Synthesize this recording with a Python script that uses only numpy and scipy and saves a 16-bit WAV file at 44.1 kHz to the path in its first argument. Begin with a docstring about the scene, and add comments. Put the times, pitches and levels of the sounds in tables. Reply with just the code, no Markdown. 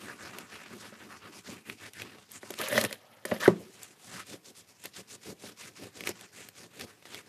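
"""A dry paper towel buffs a glass mosaic in a wooden frame, close to the microphone in a small, quiet room.
First come quick strokes: fibres hiss on the glass, the wad bumps over the grout and its folds snap.
Midway the frame is dragged round on the paper-covered table: it scrapes, drones, knocks and hisses faintly,
then squeaks and drops flat. The strokes return with a new balance. Hiss, scrape and bumps are filtered
random slips that follow the speed of each push; knocks are ringing modes; the squeaks are gliding sines."""
import sys
import numpy as np
from scipy import signal
from scipy.fft import rfft, irfft
from scipy.io import wavfile
from scipy.ndimage import map_coordinates

SR = 44100
rng = np.random.default_rng(int(sys.argv[2]) if len(sys.argv) > 2 else 0)


def output_pcm(signal):
    """Save a mono or channel-first signal as 16-bit PCM at the path in sys.argv[1].

    Samples are clipped to [-1, 1] before scaling.
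    """
    pcm = np.clip(np.atleast_2d(signal).T, -1, 1) * 32767
    wavfile.write(sys.argv[1], SR, np.round(pcm).astype(np.int16))


N = 321048  # length in samples

# Levels in the tables come before the trims that each function adds.
# Towel strokes, one per sweep of the hand. Each row: start in seconds, length in seconds, fastest moment
# as a share of the length, rubbing level in dB, sheen of the fibres in dB, bumping over the grout in dB.
STROKES = [(-0.04, 0.13, .6, -48, -53.5, -55), (0.06, .11, 0.35, -47.5, -55, -49),
           (0.17, 0.17, 0.43, -44, -54, -55), (0.30, .19, 0.25, -47.5, -57, -49.5),
           (0.48, 0.31, 0.12, -48.5, -56.5, -54), (0.66, 0.15, 0.41, -48.5, -59.5, -52.5),
           (0.78, .14, 0.5, -47, -54, -55.5), (0.91, 0.084, 0.47, -51, -62, -54),
           (0.97, 0.12, 0.38, -50, -62, -52.5), (1.08, 0.12, 0.31, -48.5, -56, -57),
           (1.20, .11, .5, -48.5, -71, -49.5), (1.31, 0.097, 0.65, -48, -52, -56.5),
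           (1.44, .17, 0.28, -48, -51.5, -52.5), (1.65, .10, 0.45, -46.5, -53, -50.5),
           (1.78, .12, 0.58, -47, -54, -58.5), (1.94, 0.1, 0.79, -42, -52, -50.5),
           (2.02, 0.25, 0.084, -49.5, -61.5, -55.5), (2.30, 0.082, 0.65, -52, -53.5, -65),
           (2.41, 0.46, 0.17, -52, -54, -57.5), (3.55, 0.18, 0.23, -59.5, -58, -55),
           (3.71, 0.24, 0.39, -57, -55.5, -61.5), (3.96, 0.2, 0.78, -58.5, -55.5, -56.5),
           (4.06, 0.18, .6, -46, -49.5, -57), (4.255, 0.11, 0.69, -53, -48, -46),
           (4.445, 0.062, 0.69, -59.5, -50.5, -56.5), (4.555, 0.065, 0.5, -59, -52, -55),
           (4.67, 0.051, 0.9, -65, -57.5, -74), (4.79, 0.11, 0.58, -64, -56.5, -73.5),
           (4.83, 0.035, 0.93, -49, -50, -54), (4.94, 0.074, 0.7, -54, -49, -50),
           (5.08, 0.077, 0.64, -59, -49, -54.5), (5.21, 0.12, 0.63, -52.5, -49.5, -48),
           (5.39, 0.14, 0.58, -51.5, -50.5, -53), (5.57, 0.14, 0.54, -48.5, -49.5, -55),
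           (5.755, .14, 0.44, -50.5, -51, -49), (5.93, 0.14, 0.47, -52, -53, -48.5),
           (6.055, 0.06, 0.32, -39, -43.5, -43), (6.10, 0.16, 1, -52.5, -57.5, -64),
           (6.32, .17, 0.48, -52, -53, -55.5), (6.53, 0.14, 0.57, -53.5, -55, -56),
           (6.715, 0.13, 0.87, -49.5, -50.5, -48.5), (6.84, 0.11, 0.45, -57, -63, -65),
           (7.035, 0.19, 0.65, -49.5, -51.5, -54.5), (7.24, 0.11, 0.58, -58, -60, -54)]
# Snaps of paper folds and grit. Each row: moment in seconds, level in dB, treble in dB, pitch in Hz.
FOLD_SNAPS = [(0.275, -38, -33, 1180), (0.385, -29.5, -18, 2590), (1.698, -27.5, -36, 4060),
              (1.838, -41, -43, 1930), (1.934, -37, -18, 6550), (1.999, -31.5, -35, 2090),
              (2.019, -28.5, -28, 2490), (2.317, -35.5, 11, 11400), (2.505, -26, -19, 2080),
              (2.539, -30, -27, 2090), (2.588, -27.5, -19, 1720), (2.614, -22.5, -21, 1790),
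              (2.685, -22.5, -7, 2210), (2.812, -16, -23, 4280), (2.839, -21.5, -13, 1980),
              (2.849, -19, -22, 1820), (2.927, -25, -23, 1465), (3.254, -26, -13.5, 1760),
              (3.831, -30, -8, 7700), (4.839, -34, -7, 2498), (4.856, -27.5, -19, 2900),
              (6.007, -28.5, -27, 2200), (6.037, -33, -26, 2530), (6.072, -19.5, -24.5, 2140),
              (6.091, -22, -12, 2260), (6.21, -35.5, -19, 1870), (6.487, -34, -19.5, 1794),
              (6.796, -33, -21.5, 2400), (6.81, -25, -33.5, 1910), (7.025, -43.5, -30, 2320),
              (7.054, -37, -33, 1290), (7.145, -29.5, -28, 3220)]
# Knocks and bumps of the frame. Each row: start in seconds, peak of the frame's ring in dB,
# peak of the table's thump in dB, hardness of the contact in Hz.
FRAME_KNOCKS = [(0.705, -43, -42.5, 180), (0.922, -42.5, -53, 400), (1.486, -34, -34.5, 130),
                (1.690, -61, -44, 200), (2.016, -59, -51, 300), (2.431, -36, -40.5, 1800),
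                (2.504, -35, -33.5, 1210), (2.596, -38, -31.5, 1500), (2.726, -22, -59, 2940),
                (2.757, -21, -52, 3000), (2.775, -27, -48, 4000), (2.7786, -9.5, -33, 3500),
                (2.841, -22, -28.5, 2008), (2.91, -32.5, -48, 4000), (3.252, -25, -31.5, 2970),
                (3.314, -28, -28.5, 2020), (3.318, -16, -26, 649), (3.346, -54, -36, 59.8),
                (3.364, -35, -44.5, 4000), (3.477, -22.5, -17, 5000), (3.4784, -12.5, -3.5, 852),
                (4.340, -47, -37, 350), (4.852, -43, -41.5, 1500), (5.437, -39.5, -43, 503),
                (6.091, -36, -28.5, 1200), (6.805, -41, -49, 1500)]
# Modes of the framed mosaic. Each row: frequency in Hz, relative level in dB, 60 dB decay in seconds.
FRAME_MODES = [(228, -8.5, 0.097), (466, -6, 0.026), (552, 1, 0.059), (613, 0.5, .07), (1074, -7, .04),
               (1060, -18, 0.053), (1516, -6, 0.022), (1680, -10.5, 0.025), (1880, 15.5, 0.01),
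               (2090, 4.5, 0.02), (2190, -13.5, 0.037), (2340, -6.5, 0.041), (3260, -9.5, 0.031),
               (4050, -26, .025), (4360, -11.5, .02)]
# Modes of the table top. Each row: frequency in Hz, relative level in dB, 60 dB decay in seconds.
TABLE_MODES = [(117, -21.5, 0.16), (174.9, -17, .25), (205.2, -19.5, 0.27), (370.5, 8, 0.042),
               (450, -2.5, 0.024), (500, -22.5, 0.046), (594, -9, 0.039), (660, -14, 0.096),
               (873, -6.5, 0.04), (998, -10.5, 0.077), (1140, -16, 0.1), (1450, -26.5, .07)]
# Spectrum of the wad rubbing. Each row: frequency in Hz, relative level in dB.
RUB_SPECTRUM = [(150, 5.5), (500, 1.5), (800, -1.5), (1150, 1.5), (2100, -0.5), (2700, 1), (3300, -4.5),
                (5000, -6.5), (8000, -22), (14000, -48)]
# Spectrum of the fibres' bright sheen. Each row: frequency in Hz, relative level in dB.
SHEEN_SPECTRUM = [(1500, -6), (3500, 1), (5000, 1), (7200, 1), (9500, -2.5), (12000, -9), (14000, -14)]
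# Spectrum of the panel bumped over the grout. Each row: frequency in Hz, relative level in dB.
BUMP_SPECTRUM = [(30, -55), (50, -45), (70, -32), (95, -6), (150, -6), (235, 2.5), (280, -1), (370, 1),
                 (520, -11.5), (800, -18), (1500, -28.5)]
# The same bumping once the frame is turned. Each row: frequency in Hz, relative level in dB.
TURNED_BUMP_SPECTRUM = [(30, -52), (50, -42), (70, -8), (100, -3.5), (150, -2.5), (220, -1.5), (370, -0.5),
                        (480, -2), (620, -8.5), (800, -15.5), (1500, -30)]
# Spectrum of grit and small creases. Each row: frequency in Hz, relative level in dB.
GRIT_SPECTRUM = [(500, -31.5), (2000, 2), (4000, -11.5), (7000, -10.5), (11000, 2.5), (14000, -3)]
# Spectrum of the wood's drone. Each row: frequency in Hz, relative level in dB.
DRONE_SPECTRUM = [(40, -38.5), (80, -23), (115, 0), (160, -12), (237, 2.5), (310, -5), (430, -6.5),
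                  (530, 6), (630, 6), (740, -19.5), (1500, -32.5)]
# Spectrum of the frame scraping on paper. Each row: frequency in Hz, relative level in dB.
SCRAPE_SPECTRUM = [(200, -16), (520, -7.5), (800, -13.5), (1200, -6), (1480, -12.5), (1650, -4), (1900, -3),
                   (2400, -8.5), (3100, -7.5), (4400, -12), (8000, -21), (14000, -38)]
# Spectrum of a snap before its own pitch and treble. Each row: frequency in Hz, relative level in dB.
SNAP_SPECTRUM = [(100, -30), (400, 1), (900, -13.5), (2000, -3.5), (3300, -3.5), (5000, -4), (9000, -1),
                 (14000, -2.5)]
# Spectrum of the quiet air. Each row: frequency in Hz, relative level in dB.
AIR_SPECTRUM = [(24, -48), (45, -29), (100, 2), (200, -5), (380, -14), (800, -9.5), (2000, -14.5),
                (6000, -29.5), (14000, -19)]
# Decay of the room's tail. Each row: frequency in Hz, 60 dB decay in seconds.
ROOM_DECAY = [(100, 0.54), (370, 0.5), (1000, 0.21), (3000, 0.73), (12000, 0.38)]
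# The hollow of the wad under the palm, changing slowly with the grip. Each row: time in seconds, resonance in Hz.
PALM_HOLLOW = [(0.0, 1390), (1.25, 1500), (1.66, 2150), (4.2, 1679), (4.8, 2402), (5.7, 1980), (7.28, 1998)]
# Shoves of the frame over the table. Each row: start in seconds, length in seconds, fastest moment as a
# share of the length, scraping level in dB, grit in dB, drone of the wood in dB.
SHOVES = [(2.585, 0.11, 0.2, -38, -45.5, -46.5), (2.66, 0.19, 0.48, -37.5, -39.5, -33.5),
          (2.81, 0.062, .65, -44, -48, -30.5), (2.87, 0.093, 0.69, -50, -54.5, -54.5),
          (2.92, 0.96, 0.13, -64.5, -70.5, -66.5), (3.26, 0.16, 0.35, -49.5, -53, -44.5),
          (3.398, 0.086, .35, -36, -44, -46)]
# The frame's edge squeaking on the table. Each row: start in seconds, length in seconds, first pitch in Hz,
# last pitch in Hz, level in dB.
EDGE_SQUEAKS = [(3.424, 0.018, 2150, 1850, -34), (3.449, .021, 1950, 1380, -24)]

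# Each sound grows as this power of the speed of the hand or the frame
RUB_LAW, SHEEN_LAW, BUMP_LAW = 1.18, 0.95, 1.72
SCRAPE_LAW, GRIT_LAW, DRONE_LAW = 0.62, 0.61, 2.2
TURN_S = 0.011  # the wad keeps rolling this long before and after each sweep
BUMP_LAG_S = 0.013  # the panel's rumble trails the hiss
# The wad pressed on the tiles: rubbing, sheen and bumping in dB
RESTING_DB = (-66.5, -68, -69)
LIFT_S, RETURN_S = 2.58, 3.55  # that resting bed is silent between these times
SWING_START_S, SWING_LENGTH_S = 2.95, 0.31
SWING_FROM_HZ, SWING_TO_HZ, SWING_DB = 700, 845, -66
EDGE_HZ = 14150  # top of the final band


def amp(db):
    """Decibels to gain."""
    return 10 ** (np.asarray(db) / 20)


def evened(x):
    """Scales to rms 1."""
    return x / np.sqrt(np.mean(x ** 2) + 1e-20)


def read(points, hz):
    """Reads a curve of values on a log-frequency axis."""
    f, value = np.transpose(points)
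    return np.interp(np.log(hz + 1), np.log(f), value)


def add(mix, s, sound):
    """Mixes a sound in at time s."""
    part = mix[max(round(s * SR), 0):][:len(sound)]
    part += sound[:len(part)]


def colour(x, points):
    """Shapes x with a spectrum, at rms 1."""
    gain = amp(read(points, np.fft.rfftfreq(len(x), 1 / SR)))
    return evened(irfft(rfft(x) * gain, len(x)))


def wander(per_s):
    """Smooth random curve of rms 1 that changes about per_s times a second."""
    hz = np.fft.rfftfreq(N, 1 / SR)
    smooth = rfft(rng.standard_normal(N)) / (1 + (hz / per_s) ** 2)
    return evened(irfft(smooth, N))


def slips(per_s, spread_db):
    """A random train of tiny slips: many small, a few large."""
    rise_db = spread_db * np.minimum(rng.exponential(1, N), 4.5)
    size = amp(rise_db) * rng.choice([-1, 1], N)
    return size * (rng.random(N) < per_s / SR)


def resonate(x, hz, width_hz):
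    """A resonance of gain 1 that follows the curve hz: shift down, smooth, shift back up."""
    turn = np.exp(2j * np.pi * np.cumsum(hz) / SR)
    r = np.exp(-np.pi * width_hz / SR)
    smooth = signal.lfilter([1 - r], [1, -r], x / turn)
    return 2 * (turn * smooth).real


def mottle(x, patchy_db, patch_s=0.035, octaves=0.5193, size=512):
    """Surface texture as random louder and softer patches in time and pitch, at rms 1."""
    hz, t, z = signal.stft(x, SR, nperseg=size)
    place = np.meshgrid(np.log2(1 + hz / 100) / octaves, t / patch_s, indexing="ij")
    patches = map_coordinates(rng.standard_normal((size, size)), place, order=1, mode="wrap")
    mottled = signal.istft(z * amp(patchy_db * patches), SR, nperseg=size)[1]
    return evened(mottled[:N])


def sweeps(rows, laws, spill_s):
    """Each push speeds up and slows to a stop; returns three gains, each its own power of that speed."""
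    t, power = np.arange(N) / SR, np.zeros((3, N))
    for start, length, fastest, *levels in rows:
        begin, end = start - spill_s, start + length + spill_s
        peak = start + length * np.clip(fastest, 0.05, 0.95)
        span = slice(*np.searchsorted(t, [begin, end]))
        progress = np.interp(t[span], [begin, peak, end], [0, 0.5, 1])
        speed = abs(np.sin(np.pi * progress))
        power[:, span] += [(amp(db) * speed ** law) ** 2 for db, law in zip(levels, laws)]
    return np.sqrt(power)


def ring(modes, hardness_hz, size=13000):
    """Modes struck by one blow, peak 1; neighbours in the list swing opposite ways, a soft contact mutes the highs."""
    t, free = np.arange(size) / SR, np.zeros(size)
    for k, (hz, db, t60) in enumerate(modes):
        free += (-1) ** k * amp(db - 60 * t / t60) * np.sin(2 * np.pi * hz * t)
    push = t * np.exp(-2 * np.pi * hardness_hz * t)
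    blow = signal.fftconvolve(free, push)[:size]
    return blow / abs(blow).max()


def air(level_db=-68):
    """The quiet air of the room: steady coloured noise."""
    return amp(level_db) * colour(rng.standard_normal(N), AIR_SPECTRUM)


def room(x, early_db=-13, early_s=0.07, tail_db=-24, size=26000):
    """Quick reflections from the table and nearby things, then a faint tail that dies by band."""
    t = np.arange(size) / SR
    signs = rng.choice([-1., 1.], (2, size))
    near, far = signs * (rng.random((2, size)) < 3000 / SR) * (t > 0.003)  # sparse echoes, 3000 a second
    near = near * amp(-60 * t / early_s)
    hz, age, z = signal.stft(far, SR, nperseg=256)
    dull_db = read([(600, -1), (2000, -10.0), (8000, -6.5)], hz)  # the walls return less treble
    decay_db = -60 * age / read(ROOM_DECAY, hz)[:, None]
    tail = signal.istft(z * amp(dull_db[:, None] + decay_db), SR, nperseg=256)[1][:size]
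    echo = amp(early_db) * near / np.linalg.norm(near) + amp(tail_db) * tail / np.linalg.norm(tail)
    return x + signal.fftconvolve(x, echo)[:N]


def swing(width_hz=220, upper_ratio=1.65, upper_db=-3):
    """The frame swings round on the paper: a faint hollow hiss of two rising resonances, excited by slips."""
    u = np.clip((np.arange(N) / SR - SWING_START_S) / SWING_LENGTH_S, 0, 1)
    hz = SWING_FROM_HZ + (SWING_TO_HZ - SWING_FROM_HZ) * u
    drag = slips(per_s=5600, spread_db=0.0)
    # each resonance is applied twice for steeper sides
    low, high = (evened(resonate(resonate(drag, f, width_hz), f, width_hz)) for f in (hz, hz * upper_ratio))
    swell = np.sqrt(abs(np.sin(np.pi * u)))
    return amp(SWING_DB) * swell * (low + amp(upper_db) * high)


def squeak(waver=0.072, rough_db=4.5):
    """The frame's edge sticks and slips just before it drops: short, rough chirps that swell and fall in pitch."""
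    t, out = np.arange(N) / SR, np.zeros(N)
    unsteady = 1 + waver * wander(per_s=91)
    rough = amp(rough_db * wander(per_s=630))
    for start, length, first_hz, last_hz, db in EDGE_SQUEAKS:
        u = np.clip((t - start) / length, 0, 1)
        pitch_hz = (first_hz + (last_hz - first_hz) * u) * unsteady
        turns = np.cumsum(pitch_hz) / SR
        out += amp(db) * np.sin(np.pi * u) * np.sin(2 * np.pi * turns)
    return out * rough


def slide(judder_db=1.0, wood_db=-13.5, paper_db=0.5, grit_db=0.5, drone_db=-1.0):
    """The frame judders over gritty paper; its slips make the wood ring and drone."""
    speed, fizz, weight = sweeps(SHOVES, (SCRAPE_LAW, GRIT_LAW, DRONE_LAW), spill_s=0.004)
    judder = amp(judder_db * wander(per_s=99))
    grit = slips(per_s=4500, spread_db=5.0) * judder
    drag = slips(per_s=3500, spread_db=1.5) * judder
    wood = evened(signal.fftconvolve(drag, ring(FRAME_MODES, hardness_hz=6000))[:N])
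    paper = mottle(colour(drag, SCRAPE_SPECTRUM), patchy_db=4.5, patch_s=0.016)
    scrape = speed * (amp(wood_db) * wood + amp(paper_db) * paper)
    crackle = amp(grit_db) * fizz * mottle(colour(grit, GRIT_SPECTRUM), patchy_db=5.0, patch_s=0.0081)
    drone = amp(drone_db) * weight * colour(drag, DRONE_SPECTRUM)
    return scrape + crackle + drone


def knocks(tick_db=-10, tick_s=0.0052, rattle_db=-22, rattle_s=0.2, rise_s=0.00094, size=6000):
    """The frame hits the table: a tick and a short rattle at the contact, while both objects ring."""
    out, t = np.zeros(N), np.arange(size) / SR
    tick_fade = amp(tick_db - 60 * np.maximum(t - rise_s, 0) / tick_s)
    rattle_fade = amp(rattle_db - 60 * t / rattle_s)
    fade = np.minimum(t / rise_s, 1) * (tick_fade + rattle_fade)
    for s, frame_db, table_db, hard_hz in FRAME_KNOCKS:
        r = np.exp(-2 * np.pi * hard_hz / SR)
        # a broad band of noise, higher for a hard contact
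        contact = evened(signal.lfilter([1, 0, -1], np.poly([r, r, r]), rng.standard_normal(size)))
        add(out, s, amp(frame_db) * contact * fade)
        add(out, s, amp(frame_db) * ring(FRAME_MODES, hard_hz))
        add(out, s, amp(table_db) * ring(TABLE_MODES, hard_hz))
    return out


def snaps(rise_s=0.0018, fall_s=0.013, linger_db=-22, linger_s=0.024, level_db=-4,
          pitch_db=7, octaves=0.12, usual_db=-14, size=4096):
    """A fold or grain gives way and lets go: a crack with a pitch of its own, and a brief rustle after it."""
    out, t, hz = np.zeros(N), np.arange(size) / SR, np.fft.rfftfreq(size, 1 / SR)
    treble = np.interp(hz, [2500, 7000], [0, 1])
    age = np.maximum(t - rise_s, 0)
    fall = amp(-60 * age / fall_s) + amp(linger_db - 60 * age / linger_s)
    fade = np.minimum(t / rise_s, 1) ** 2 * fall
    for s, db, bright_db, pitch_hz in FOLD_SNAPS:
        hump_db = pitch_db * np.exp(-(np.log2((hz + 1) / pitch_hz) / octaves) ** 2)
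        tilt_db = treble * (bright_db - usual_db)  # treble against the usual amount
        gain = amp(read(SNAP_SPECTRUM, hz) + hump_db + tilt_db)
        crack = irfft(rfft(rng.standard_normal(size)) * gain)
        add(out, s - rise_s / 2, amp(db + level_db) * evened(crack) * fade)
    return out


def towel(catch_db=2.0, bump_db=3.0, rub_db=-6.0, hollow_db=1.5, crinkle_db=-15):
    """Fibres slip on the glass and catch on tile edges, while the wad bumps the panel over the grout."""
    t = np.arange(N) / SR
    turned = t > RETURN_S
    resting = amp(RESTING_DB)[:, None] * ((t < LIFT_S) | turned)
    strokes = sweeps(STROKES, (RUB_LAW, SHEEN_LAW, BUMP_LAW), TURN_S)
    speed, sheen, pressure = np.hypot(strokes, resting)
    pressure = np.interp(t - BUMP_LAG_S, t, pressure)

    friction = colour(slips(per_s=5400, spread_db=3.0), RUB_SPECTRUM)
    rub = amp(rub_db) * speed * mottle(friction, patchy_db=3.5)
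    hollow_hz = np.interp(t, *np.transpose(PALM_HOLLOW))
    rub = rub + amp(hollow_db) * resonate(rub, hollow_hz, width_hz=1120)

    hiss = colour(slips(per_s=12000, spread_db=3.0), SHEEN_SPECTRUM)
    fibres = sheen * mottle(hiss, patchy_db=3.5)

    jolts = slips(per_s=1400, spread_db=2.0)
    # once turned, the panel sits differently
    panel = np.where(turned, colour(jolts, TURNED_BUMP_SPECTRUM), colour(jolts, BUMP_SPECTRUM))
    bumps = pressure * mottle(panel, patchy_db=0.5)

    creases = slips(per_s=130, spread_db=3.0)  # small creases giving way
    crinkle = amp(crinkle_db) * sheen * colour(creases, GRIT_SPECTRUM)

    catching = evened(amp(catch_db * wander(per_s=59)))
    bumping = evened(amp(bump_db * wander(per_s=14)))
    return crinkle + (rub + fibres) * catching + bumps * bumping


def scene():
    """All the handling sounds in the room, over its quiet air, as one channel."""
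    handling = swing() + squeak() + slide() + knocks() + snaps() + towel()
    return (air() + room(handling))[None]


def record(dry, low_cut_hz=80):
    """A small microphone without deep bass, then a steep cut above the band's top."""
    thin = signal.sosfilt(signal.butter(6, low_cut_hz, "high", fs=SR, output="sos"), dry)
    low_pass = signal.firwin(501, EDGE_HZ, window=("kaiser", 9), fs=SR)
    return signal.oaconvolve(thin, low_pass[None], "same")


dry = scene()
out = record(dry)
output_pcm(out)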